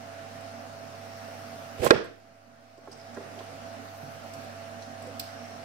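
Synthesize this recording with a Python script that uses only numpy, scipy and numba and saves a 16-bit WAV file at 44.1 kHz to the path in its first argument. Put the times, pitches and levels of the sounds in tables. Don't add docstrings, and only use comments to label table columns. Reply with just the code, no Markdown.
import sys
import numpy as np
from scipy import signal
from scipy.fft import rfft, irfft, next_fast_len
from scipy.io import wavfile
from scipy.ndimage import uniform_filter1d, map_coordinates
from numba import njit

SR = 44100
rng = np.random.default_rng(int(sys.argv[2]) if len(sys.argv) > 2 else 0)


def put_to_file(sound):
    columns = np.atleast_2d(sound).T
    safe = np.clip(columns, -1, 1)
    whole_steps = np.round(safe * 32767)
    wavfile.write(sys.argv[1], SR, whole_steps.astype(np.int16))


N = 248724
TIME_S = np.arange(N) / SR
CHUCK_FROM_S, CHUCK_PAN_DB = 2.3, -5.5


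def amp(db):
    return 10 ** (np.asarray(db) / 20)


def unit(x):
    return x / np.sqrt(np.mean(x ** 2) + 1e-20)


def along(points, hz):
    f, v = np.transpose(points)
    return np.interp(np.log(hz + 1), np.log(f + 1), v)


def wobble(rate_hz):
    knots = rng.standard_normal(int(N * rate_hz / SR) + 4)
    return map_coordinates(knots, [np.arange(N) * rate_hz / SR])


def filtered(x, response):
    n = x.shape[-1]
    m = next_fast_len(n + 8192)
    return irfft(rfft(x, m) * response(np.fft.rfftfreq(m, 1 / SR)), m)[..., :n]


def peak(f, hz, width_hz):
    return 1j * f * width_hz / (hz * hz - f * f + 1j * f * width_hz)


def band(x, hz, width_hz):
    return unit(filtered(x, lambda f: peak(f, hz, width_hz) ** 2))


def sides(pan_db):
    return amp(np.array([[.5], [-.5]]) * pan_db)


def swells(rows, rest_db):
    humps = sum(amp(2 * db) * np.exp(-((TIME_S - s) / half_s) ** 2) for s, db, half_s in rows)
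    return np.sqrt(amp(2 * rest_db) + humps)


def tone(hz, db, pan_db, lead_rad, waver_db, drift_rad):
    phase = 2 * np.pi * hz * TIME_S + drift_rad * wobble(6) + rng.uniform(0, 2 * np.pi)
    pair = np.sin(phase + np.array([[0], [lead_rad]]))
    return np.sqrt(2) * amp(db + waver_db * wobble(10)) * sides(pan_db) * pair


# (multiple, level [dB], pan [dB], right lead [rad])
FAN_HARMONICS = [(6, -60, 1, 0.25), (7, -50.5, -10.5, 0.22), (8, -53, -7.5, 2.39)]


def fan_whine(shaft_hz=95.5):
    return sum(tone(k * shaft_hz, db, pan_db, lead_rad, waver_db=1.3, drift_rad=0.45)
               for k, db, pan_db, lead_rad in FAN_HARMONICS)


# (multiple, level [dB], pan [dB])
MAINS_HARMONICS = [(2, -52, -4.5), (6, -77.5, 24), (9, -65.5, 5.5), (17, -71, -16)]


def mains_hum(mains_hz=50):
    return sum(tone(k * mains_hz, db, pan_db, lead_rad=0, waver_db=1.15, drift_rad=0.3)
               for k, db, pan_db in MAINS_HARMONICS)


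# (frequency [Hz], relative density [dB])
AIR_SPECTRUM = [(18, -52), (30, -18.5), (69, -18.5), (115, -15.5), (190, -8), (256, -7.5), (360, -15),
                (500, -6.5), (675, -3.5), (949, -12), (1370, -7), (3330, -21), (5620, -20), (7500, -27),
                (14400, -39), (15600, -34)]
# (frequency [Hz], width [Hz], level [dB])
HOUSING_MODES = [(141, 24, -58.5), (237.4, 12, -52), (274.6, 14.6, -56), (553, 23, -62), (607, 22, -59.5),
                 (708, 110, -53.5), (1464, 305, -73), (2760, 650, -60.5), (5610, 470, -66.5),
                 (9020, 470, -70)]
# (frequency [Hz], left-right correlation)
AIR_COHERENCE = [(60, 0.82), (130, 0.94), (290, 0.83), (640, 0.44), (1410, -0.18), (3100, 0.16),
                 (6820, -0.22), (15000, 0.24)]
# (frequency [Hz], pan [dB])
AIR_PAN = [(60, -18), (110, 7.5), (200, -10), (380, -6.5), (700, -3.5), (1290, -2), (2380, -3.5),
           (4400, 7.5), (8120, -4.5), (15000, -2)]


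def fan_air():
    def colour(f):
        housing = sum(amp(2 * db) * SR / (np.pi * width_hz) * abs(peak(f, hz, width_hz)) ** 4
                      for hz, width_hz, db in HOUSING_MODES)
        return np.sqrt(amp(2 * (along(AIR_SPECTRUM, f) - 28.5)) + housing)

    def spread(f):
        angle = np.arccos(np.clip(along(AIR_COHERENCE, f), -1, 1)) / 2
        return [np.cos(angle), np.sin(angle)]

    spectra = signal.stft(rng.standard_normal((2, N)), nperseg=512)[2]
    patches = uniform_filter1d(rng.standard_normal(spectra.shape[1:]), size=6, axis=0)
    patches = uniform_filter1d(patches, size=12, axis=1)
    noise = signal.istft(spectra * amp(1.17 * unit(patches)), nperseg=512)[1][:, :N]
    mid, side = filtered(noise, lambda f: colour(f) * spread(f))
    air = filtered(np.array([mid + side, mid - side]), lambda f: sides(along(AIR_PAN, f)))
    return amp(.6 * wobble(2.5)) * air


# (frequency [Hz], width [Hz], level [dB], t60 [s])
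STEEL_BANDS = [(3120, 2200, -4, 0.041), (4420, 1400, -7, 0.035), (5020, 580, -6.5, 0.036),
               (5900, 970, -11.5, 0.064), (7900, 1300, -2, 0.04), (9500, 1800, -7, 0.028),
               (12170, 1700, -5.5, 0.026), (14500, 1500, -7, .035)]
# (frequency [Hz], level [dB], t60 [s])
STEEL_PINGS = [(4080, -3, 0.051), (4400, -1.5, 0.041), (5065, -1, 0.059), (5800, -1.5, 0.074),
               (7950, -4, .06), (9200, -7, .06)]
# (time [s], level [dB], centre [Hz], roll-off [dB/octave]) # Rows a millisecond apart are
CLICK_PITCHES = [(0.408, -56, 9500, 10), (1.846, -28.5, 11900, 11.5), (1.859, -38, 8400, 7),
                 (2.041, -44.5, 9460, 15), (2.055, -51, 7500, 4), (2.776, -45.5, 5600, 16),
                 (2.914, -31, 5120, 36), (2.916, -44, 9300, 14), (2.926, -33.5, 5670, 26),
                 (2.972, -52, 8000, 12), (2.997, -42, 5070, 42), (3.011, -40, 5100, 38),
                 (3.144, -39, 5970, 32.5), (3.389, -41.5, 3320, 11), (4.336, -45.5, 5600, 4),
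                 (4.44, -54, 11000, 8), (4.821, -36, 4110, 45), (4.822, -42, 5730, 30),
                 (5.023, -49, 8500, 5.5), (5.069, -52, 7000, 5), (5.195, -25.5, 14500, 13.5),
                 (5.196, -26.5, 4400, 14), (5.26, -46, 4380, 40)]


def steel_clicks(ping_db=-6.5, ping_narrowing=4.6, tail_db=-15, attack_s=0.0012):
    out, t = np.zeros((2, N + SR)), np.arange(SR // 9) / SR
    band_hz, width_hz, band_db, t60_s = np.transpose(STEEL_BANDS)[:, :, None, None]
    tail_t60_s = 0.27 * 5000 / band_hz
    fade = amp(-60 * t / t60_s) + amp(tail_db - 60 * t / tail_t60_s)
    band_gain = np.sqrt(2 * SR / (np.pi * width_hz))
    for s, db, centre_hz, rolloff in CLICK_PITCHES:
        loss_db = lambda hz: abs(rolloff * np.log2(hz / centre_hz))
        noise = rng.standard_normal((len(STEEL_BANDS), 2, len(t)))
        rings = filtered(noise, lambda f: peak(f, band_hz, width_hz) ** 2 * band_gain)
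        rattle = (amp(band_db - loss_db(band_hz)) * fade * rings).sum(axis=0)
        pings = sum(amp(ping_db + ring_db - ping_narrowing * loss_db(hz) - 60 * t / ring_s)
                    * np.sin(2 * np.pi * hz * rng.normal(1, .006) * t)
                    for hz, ring_db, ring_s in STEEL_PINGS)
        click = amp(db) * (1 - np.exp(-t / attack_s)) * (rattle + pings)
        pan_db = -14 if s < CHUCK_FROM_S else -2.5
        out[:, round(s * SR):][:, :len(t)] += sides(pan_db) * click
    return out[:, :N]


# (time [s], level [dB], half length [s])
HISS_SWELLS = [(1.2, -62, 0.217), (5.44, -60, 0.14)]


def hiss():
    return swells(HISS_SWELLS, rest_db=-85) * band(rng.standard_normal((2, N)), hz=5520, width_hz=640)


# (time [s], level [dB], half length [s])
TREBLE_SWELLS = [(1.55, -64.5, 0.53), (3.39, -66, 0.051), (4.01, -61.5, 0.12), (4.37, -65, 0.13),
                 (5.23, -65.5, 0.0175)]


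def treble_rustle():
    grain = rng.standard_normal((2, N)) * amp(2.0 * wobble(120))
    return swells(TREBLE_SWELLS, rest_db=-71.5) * band(grain, hz=13000, width_hz=9800)


# (frequency [Hz], pan [dB])
NEAR_PAN = [(60, -16), (110, -17), (200, -14.5), (380, -11.5), (700, -14), (1290, -13.5), (2380, -5),
            (4400, 0), (8120, -12), (15000, -10)]


def near(x, lag_s=0.00036):
    return filtered(x, lambda f: sides(along(NEAR_PAN, f)) * [np.exp(-2j * np.pi * f * lag_s), f ** 0])


# (frequency [Hz], level [dB], t60 [s])
BENCH_MODES = [(76, -28, 0.043), (137.6, -19, 0.089), (224, -10, 0.1), (327, 6, 0.031), (396, 3, 0.074),
               (487, -0.5, 0.097), (573, 10, 0.023), (622, -10.5, 0.046), (862, -5, 0.046),
               (1059, -3, 0.045), (1395, -3, 0.038), (1611, 1, 0.035), (1880, -5, 0.058),
               (2508, -3.5, 0.038), (3280, 0.5, 0.011)]


def bench_ring(t, centre_hz, rolloff, top_hz, build_cycles=0.31):
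    ring = np.zeros(len(t))
    for hz, db, t60_s in BENCH_MODES:
        octaves = np.log2(hz / centre_hz)
        polarity = np.sign(np.cos(np.pi * octaves))
        drive_db = -abs(rolloff * octaves) - 10 * np.log10(1 + (hz / top_hz) ** 8)
        decay = amp(db + drive_db + rng.normal(0, 0.15) - 60 * t / t60_s)
        build = 1 - np.exp(-t * hz / build_cycles)
        shiver_rad = 4e-5 * hz * np.cumsum(rng.standard_normal(len(t)))
        ring += polarity * decay * build * np.sin(2 * np.pi * hz * t + shiver_rad)
    return ring / abs(ring).max()


def stroke(centre_s, half_hold_s, rise_db_per_s, fall_db_per_s):
    early_s = np.maximum(centre_s - half_hold_s - TIME_S, 0)
    late_s = np.maximum(TIME_S - centre_s - half_hold_s, 0)
    return amp(-rise_db_per_s * early_s - fall_db_per_s * late_s)


# (frequency [Hz], relative density [dB])
RASP_SPECTRUM = [(590, -15), (1000, -21), (1230, -14), (2450, -8), (4560, -15), (8290, -20.5), (11200, -26),
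                 (12100, -25), (15600, -31)]


def tool_drag(start_s=1.77, end_s=1.903, shake_db=-23.5, rasp_db=-32):
    grit = rng.standard_normal((3, N)) * amp(2.1 * wobble(250))
    t = TIME_S[:SR // 20]
    ring = bench_ring(t, centre_hz=450, rolloff=47, top_hz=700) * amp(-60 * t / 0.173)
    shake = amp(shake_db) * unit(signal.fftconvolve(grit[0], ring)[:N])
    shake *= stroke(centre_s=1.858, half_hold_s=0.01, rise_db_per_s=440, fall_db_per_s=1500)
    rasp = amp(rasp_db) * unit(filtered(grit[1:], lambda f: amp(along(RASP_SPECTRUM, f))))
    rasp *= stroke(centre_s=1.868, half_hold_s=0.013, rise_db_per_s=320, fall_db_per_s=1700)
    touching = (TIME_S > start_s) & (TIME_S < end_s)
    return near(touching * (shake + rasp))


# (time [s], level [dB], centre [Hz], roll-off [dB/octave], upper reach [Hz])
BLOWS = [(1.797, -24.5, 77, 35, 200), (1.839, -24.5, 1500, 8, 3000), (1.8445, -15.5, 483, 21, 2000),
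         (1.85, -25.5, 90, 24, 200), (1.8639, -15, 1020, 23, 3300), (1.8667, -16, 1900, 2.5, 3340),
         (1.9066, 1, 1501, 6, 4070), (1.928, -10, 404.7, 2, 800), (1.9334, -6.5, 432, 5, 900),
         (1.945, -22, 90, 25, 200), (1.958, -14.5, 600, 15, 1300), (2.78, -26, 243, -1, 900),
         (2.874, -21, 890, 12, 1500), (2.883, -23, 330, 14, 600), (3.1694, -28, 1180, 8, 2200),
         (3.175, -22, 416, 9, 1200), (3.202, -25.5, 450, -4, 810), (3.379, -30.5, 500, 7, 863),
         (3.405, -29.5, 1060, -6.5, 1284), (4.031, -32.5, 130, 18, 273), (4.074, -36, 130, 21.5, 200),
         (4.357, -35.5, 130, 18, 250)]


def knocks(crack_t60_s=.021):
    at_bench, at_chuck = np.zeros((2, 2, N + SR))
    t = np.arange(SR // 4) / SR
    for s, db, centre_hz, rolloff, top_hz in BLOWS:
        noise = rng.standard_normal(len(t)) + 1.1 * rng.standard_normal((2, len(t)))
        crack = filtered(noise, lambda f: peak(f, 3980, 2600) ** 3) * amp(-60 * t / crack_t60_s)
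        crack_db = -32 + 14.5 * np.log2(top_hz / 1000)
        blow = bench_ring(t, centre_hz, rolloff, top_hz) + amp(crack_db) * crack
        attack = 1 - np.exp(-t * top_hz / 2)
        place = at_chuck if s > CHUCK_FROM_S else at_bench
        place[:, round(s * SR):][:, :len(t)] += amp(db) * attack * blow
    return near(at_bench[:, :N]) + sides(CHUCK_PAN_DB) * at_chuck[:, :N]


def body_note(start_s=1.9072, db=-9, from_hz=260, to_hz=560):
    attack_s, slide_s, t60_s = .001, .011, .35
    hold_s, mute_db_per_s = .018, 2000
    t = np.maximum(TIME_S - start_s, 0)
    hz = to_hz - (to_hz - from_hz) * np.exp(-t / slide_s)
    decay_db = 60 * t / t60_s + mute_db_per_s * np.maximum(t - hold_s, 0)
    envelope = amp(db - decay_db + 2.5 * wobble(150)) * (1 - np.exp(-t / attack_s))
    return near(envelope * np.sin(2 * np.pi * np.cumsum(hz * (t > 0)) / SR))


# (time [s], level [dB], half length [s])
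LOW_RUMBLES = [(1.97, -52, 0.06), (3.6, -65, 0.11), (4.3, -72, 0.65), (5.22, -68, .06)]


def low_rumble():
    rumble = band(rng.standard_normal(N), hz=56, width_hz=34)
    return swells(LOW_RUMBLES, rest_db=-83) * sides(-16) * rumble


# (time [s], level [dB], half length [s])
HAND_RUBS = [(3.39, -54, 0.04), (5.085, -48, 0.032)]


def chuck_rub():
    friction = band(rng.standard_normal(N), hz=490, width_hz=220)
    return swells(HAND_RUBS, rest_db=-90) * sides(CHUCK_PAN_DB) * friction


def blurred(x, rate_hz):
    wander_rad = 1.5 * np.array([wobble(rate_hz), wobble(rate_hz)])
    return np.real(signal.hilbert(x) * np.exp(1j * wander_rad))


# (frequency [Hz], t60 [s])
ROOM_DECAY = [(100, 0.76), (400, 0.41), (1500, 0.5), (6000, 0.52), (14000, 0.25)]


def workshop_echo(x, build_s=0.041, crossover_hz=900):
    hz, t, spectra = signal.stft(rng.standard_normal((2, SR // 2)), SR, nperseg=256)
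    swell = 1 - np.exp(-(t / build_s) ** 2)
    decay = amp(-60 * t / along(ROOM_DECAY, hz)[:, None])
    tail = signal.istft(spectra * swell * decay, SR, nperseg=256)[1]
    echo = signal.fftconvolve(x.mean(axis=0)[None], tail / np.linalg.norm(tail[0]), axes=1)[:, :N]
    bass = filtered(echo, lambda f: 1 / (1 + (f / crossover_hz) ** 4))
    return blurred(bass, 140) + blurred(echo - bass, 500)


def scene():
    bench = tool_drag() + knocks() + body_note()
    steel = steel_clicks()
    background = fan_whine() + mains_hum() + fan_air() + hiss()
    soft_noises = treble_rustle() + low_rumble() + chuck_rub()
    to_walls = filtered(bench, lambda f: peak(f, 1470, 7100))
    echo = sides(-3.0) * workshop_echo(amp(-6.5) * to_walls + amp(-10.5) * steel)
    return background + soft_noises + bench + steel + echo


@njit
def ducking(overload, depth_db, hold_s, attack_s, release_s):
    gain_db, now_db, hold_left = np.zeros(len(overload)), 0., 0
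    for i in range(len(overload)):
        hold_left = round(hold_s * SR) if overload[i] else hold_left - 1
        if hold_left > 0:
            now_db += (depth_db - now_db) / (attack_s * SR)
        else:
            now_db -= now_db / (release_s * SR)
        gain_db[i] = now_db
    return gain_db


def record(dry):
    bass_cut_hz, top_hz, ceiling = 45, 15700, .97
    overload = abs(dry).max(axis=0) > .8
    x = dry * amp(ducking(overload, depth_db=-11.5, hold_s=.9, attack_s=.07, release_s=.25))
    x = filtered(x, lambda f: (1j * f / (bass_cut_hz + 1j * f)) ** 2)
    x = x / (1 + abs(x / ceiling) ** 8) ** (1 / 8)
    return filtered(x, lambda f: 1 / (1 + (f / top_hz) ** 80)) - .0005


dry = scene()
out = record(dry)
put_to_file(out)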